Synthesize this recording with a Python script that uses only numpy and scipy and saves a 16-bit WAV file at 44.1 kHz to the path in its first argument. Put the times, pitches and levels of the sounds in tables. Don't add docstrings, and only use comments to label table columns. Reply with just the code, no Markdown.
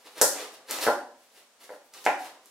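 import sys
import numpy as np
from scipy import signal
from scipy.fft import rfft, irfft
from scipy.io import wavfile
from scipy.ndimage import uniform_filter1d

SR = 44100
rng = np.random.default_rng(int(sys.argv[2]) if len(sys.argv) > 2 else 0)


def store_pcm(level_fs):
    pcm = np.round(np.clip(level_fs, -1, 1) * 32767).astype(np.int16)
    wavfile.write(sys.argv[1], SR, np.atleast_2d(pcm).T)


N = 110250
HZ = np.maximum(np.fft.rfftfreq(N, 1 / SR), 1)
T = np.arange(N) / SR

# (frequency [Hz], level [dB])
AIR_SPECTRUM = [(25, -14.5), (60, -15.5), (160, -14), (235, 3.5), (310, -7), (550, 4), (1000, 1),
                (1800, -1), (3500, -3), (8000, -4.5), (15000, -16)]
# (peak time [s], rise [s], fall [s], level [dB], tilt [dB/octave])
STROKES = [(.02, 0.035, 0.011, -56, 1), (0.07, 0.015, 0.0065, -43, -0.6), (.125, 0.03, 0.023, -56, 3),
           (0.19, 0.021, 0.0091, -35.5, -0.5), (0.404, 0.055, 0.033, -36, -1),
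           (0.543, 0.018, 0.0088, -45, 0.5), (.635, 0.08, .035, -57, -5.5), (.708, .014, 0.023, -31, -0.2),
           (.745, 0.034, 0.039, -34, 1), (0.826, 0.013, 0.03, -25, 1.5), (1.029, 0.057, 0.048, -83, 11),
           (1.161, .02, 0.024, -90, 5), (1.241, 0.049, 0.024, -60.5, 3.5), (1.389, 0.046, 0.012, -52, 1.5),
           (1.612, 0.0096, 0.013, -49.5, 1), (1.64, .015, 0.013, -48.5, 1.5),
           (1.745, 0.048, 0.011, -54.5, 3), (1.855, 0.01, 0.013, -55, 15.5),
           (1.944, 0.0094, 0.018, -45.5, 1.8), (1.98, 0.015, 0.0092, -45, 0.5),
           (2.02, 0.021, 0.057, -50.5, 3), (2.062, 0.011, 0.0063, -32.5, 1.1),
           (2.213, 0.021, 0.013, -43.5, 1.5), (2.253, 0.011, 0.02, -42, .3),
           (2.365, 0.056, 0.016, -56, -5.5), (2.465, 0.026, 0.015, -56, 2)]
# (frequency [Hz], level [dB])
FLESH_SPECTRUM = [(40, -54.5), (110, -18.5), (190, -13), (260, -3), (500, 2.5), (800, -0.5), (1150, -1.5),
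                  (1800, -2.5), (3000, -4), (4500, -3), (7000, -8.5), (11000, -7), (15000, -15)]
# (time [s], level [dB], tilt [dB/octave])
SNAPS_AND_ECHO = [(0.181, -27, 14), (0.211, -3, -19), (0.2145, 7, 1.5), (0.2183, 9, 7.5), (0.2208, 2, 5.5),
                  (0.2312, -44, 5), (0.7108, -5.5, 9), (.7873, -12.5, -10), (1.6414, -33.5, -1),
                  (1.9385, -25, -4.5), (2.0421, -25, -5), (2.0534, -14, -5), (2.0641, -18, -7),
                  (2.4587, -30, 8)]
# (frequency [Hz], level [dB])
RIND_SPECTRUM = [(100, -23.5), (500, -20), (1500, -13), (2900, -8.5), (4200, -2), (5500, 4), (7200, 4.5),
                 (9500, 0), (11500, -2.5), (13500, -5.5), (15500, -19.5)]
# (time [s], level [dB], boom [Hz], boom gain [dB], cutoff [Hz], bass gain [dB])
THUDS = [(.2142, 5, 506, 9, 1880, -5.5), (.2232, -13.5, 452, 13, 1250, -6), (0.867, 2.5, 520, 8, 1940, -4),
         (.8755, 6, 494, 3, 1530, -9.5), (1.6932, -21, 510, 5.5, 2070, -14),
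         (1.7028, -16, 520, 11, 1050, -13), (1.737, -26, 503, 3, 1880, -20),
         (2.0641, 6.5, 772, 8.5, 2560, -11.5)]
# (frequency [Hz], bandwidth [Hz], level [dB])
WEDGE_MODES = [(278.8, 20.3, 3), (431, 84, -4.5), (538, 123, 2), (777, 150, 0.5), (984, 71, 1),
               (1418, 72, 0), (1728, 600, -2), (2025, 160, -9.5), (2360, 160, -5), (3900, 314, 13.5)]
# (frequency [Hz], T60 [s])
ROOM_T60 = [(150, 0.76), (400, 0.36), (750, 0.5), (1200, 0.4), (2800, 0.4), (7000, 0.43), (14000, 0.3)]
# (frequency [Hz], level [dB])
TAIL_SPECTRUM = [(100, -12.5), (400, 3.5), (1000, 4.5), (3000, 5), (8000, 3), (15000, 1)]
# (delay [s], gain [ratio])
REFLECTIONS = [(.0013, .3), (.0023, .3), (.006, .3), (.0093, .75), (.0175, .25), (.0255, .3), (.038, .3),
               (.0495, .3)]
# (frequency [Hz], level [dB])
ROOM_MODES = [(261, -62), (432, -69.5), (537, -64), (590, -56), (720, -59.5), (749, -50.5), (826, -56),
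              (1033, -56), (1379, -64), (1873, -72.5)]
# (frequency [Hz], level [dB])
STEREO_WIDTH = [(40, 0), (70, -20), (130, -2), (260, -23.5), (500, -17), (1000, -10), (2000, -2),
                (4000, -1), (12000, 0)]


def amp(db):
    return 10 ** (np.asarray(db) / 20)


def curve(points, hz=HZ):
    f, value = np.transpose(points)
    return np.interp(np.log(hz + 1), np.log(f), value)


def tilted(spectrum, db_per_octave, from_hz=880):
    return amp(curve(spectrum) + db_per_octave * np.log2(np.maximum(HZ, from_hz)))


def unit(x):
    return x / np.sqrt(np.mean(abs(x) ** 2) + 1e-20)


def add(mix, time, sound):
    part = mix[max(round(time * SR), 0):][:len(sound)]
    part += sound[:len(part)]


def ring(gain, size=4096):
    log_gain = np.log(np.maximum(unit(gain), 1e-5))
    cepstrum = irfft(log_gain, N)
    cepstrum[1:N // 2] *= 2
    cepstrum[N // 2 + 1:] = 0
    return irfft(np.exp(rfft(cepstrum)), N)[:size]


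def whiten(spectra, band_hz):
    power = uniform_filter1d(abs(spectra) ** 2, int(band_hz * N / SR), axis=-1)
    return spectra / np.sqrt(abs(power) + 1e-20)


def diffuse_pair(mid, side):
    width = amp(curve(STEREO_WIDTH))
    return np.array([mid + width * side, mid - width * side]) / np.sqrt(1 + width ** 2)


def room_tone(level_db=-62.5):
    noise = diffuse_pair(*rfft(rng.standard_normal((2, N))))
    return amp(level_db) * unit(irfft(noise * amp(curve(AIR_SPECTRUM)), N))


def flesh_hiss(cells_per_s=9000, spread_db=4):
    out = np.zeros(N)
    for peak, rise, fall, db, tilt in STROKES:
        sizes = amp(spread_db * np.minimum(rng.exponential(1, N), 4))
        signs = rng.choice([-1, 1], N)
        bursts = unit(sizes * signs * (rng.random(N) < cells_per_s / SR))
        swell = np.exp(-.5 * ((T - peak) / np.where(T < peak, rise, fall)) ** 2)
        colour = ring(tilted(FLESH_SPECTRUM, tilt))
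        out += amp(db - 7) * signal.oaconvolve(bursts * swell, colour)[:N]
    return out


def rind_snaps_and_echo(places=3, decay_s=.0004, size=512):
    out = np.zeros((places, N))
    envelope = np.exp(-T[:size] / decay_s)
    for k, (time, db, tilt) in enumerate(SNAPS_AND_ECHO):
        burst = rng.standard_normal(size)
        for _ in range(3):
            phase = np.angle(rfft(burst * envelope))
            burst = irfft(np.exp(1j * phase))
        colour = ring(tilted(RIND_SPECTRUM, tilt) / (1 + (250 / HZ) ** 2))
        add(out[k % places], time, amp(db) * np.convolve(burst[:size // 2], colour))
    return out


def wedge_thuds(low_cut_hz=151, boom_octaves=.23, cutoff_order=9.8, push_period_s=.018):
    out = np.zeros(N)
    power = sum(amp(db) ** 2 / (1 + (2 * (HZ - hz) / width) ** 2) for hz, width, db in WEDGE_MODES)
    body = np.sqrt(power / (1 + (low_cut_hz / HZ) ** 4)) + amp(-55)
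    body *= amp(-7 * np.exp(-((HZ - 1193) / 76) ** 2))
    for time, db, boom_hz, boom_db, cutoff_hz, bass_db in THUDS:
        boom = amp(boom_db * np.exp(-.5 * (np.log2(HZ / boom_hz) / boom_octaves) ** 2))
        bass_shelf = amp(bass_db / (1 + (HZ / 194) ** 4))
        lowpass = 1 / np.sqrt(1 + (HZ / cutoff_hz) ** (2 * cutoff_order))
        add(out, time, amp(db) * ring(body * boom * bass_shelf * lowpass))
    half_cycles = 2 * T / push_period_s
    push = np.sin(np.pi * half_cycles) * np.exp(-half_cycles)
    add(out, .215, amp(-48.5) * push)
    return out


def room(source, build_s=.0013, wall_cutoff_hz=4730, stereo_lag_s=14e-6):
    bands, times, noise = signal.stft(rng.choice([-1., 1.], (2, N)), SR, nperseg=256)
    decay = amp(-60 * times / curve(ROOM_T60, bands)[:, None])
    tails = signal.istft(noise * decay, SR, nperseg=256)[1][:, :N]
    tails *= 1 - np.exp(-T / build_s)
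    diffuse = diffuse_pair(*whiten(rfft(tails), band_hz=97)) * amp(curve(TAIL_SPECTRUM))
    early = sum(gain * np.exp(-2j * np.pi * HZ * delay) for delay, gain in REFLECTIONS)
    early /= (1 + 1j * HZ / wall_cutoff_hz) ** 2
    standing = sum(amp(db - 60 * T / curve(ROOM_T60, hz)) * np.sin(2 * np.pi * hz * T)
                   for hz, db in ROOM_MODES)
    response = irfft(1 + early + diffuse, N) + standing
    lag = np.exp(np.array([[-1j], [1j]]) * np.pi * HZ * stereo_lag_s)
    direct = irfft(rfft(source) * lag, N)
    return signal.fftconvolve(direct, response[:, :SR], axes=1)[:, :N]


def scene():
    sources = [flesh_hiss(), wedge_thuds(), *rind_snaps_and_echo()]
    return sum(room(source) for source in sources) + room_tone()


def record(dry, cutoff_hz=15950):
    lowpass = signal.firwin(255, cutoff_hz, window=("kaiser", 9), fs=SR)
    return signal.oaconvolve(dry, lowpass[None], "same")


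dry = scene()
out = record(dry)
store_pcm(out)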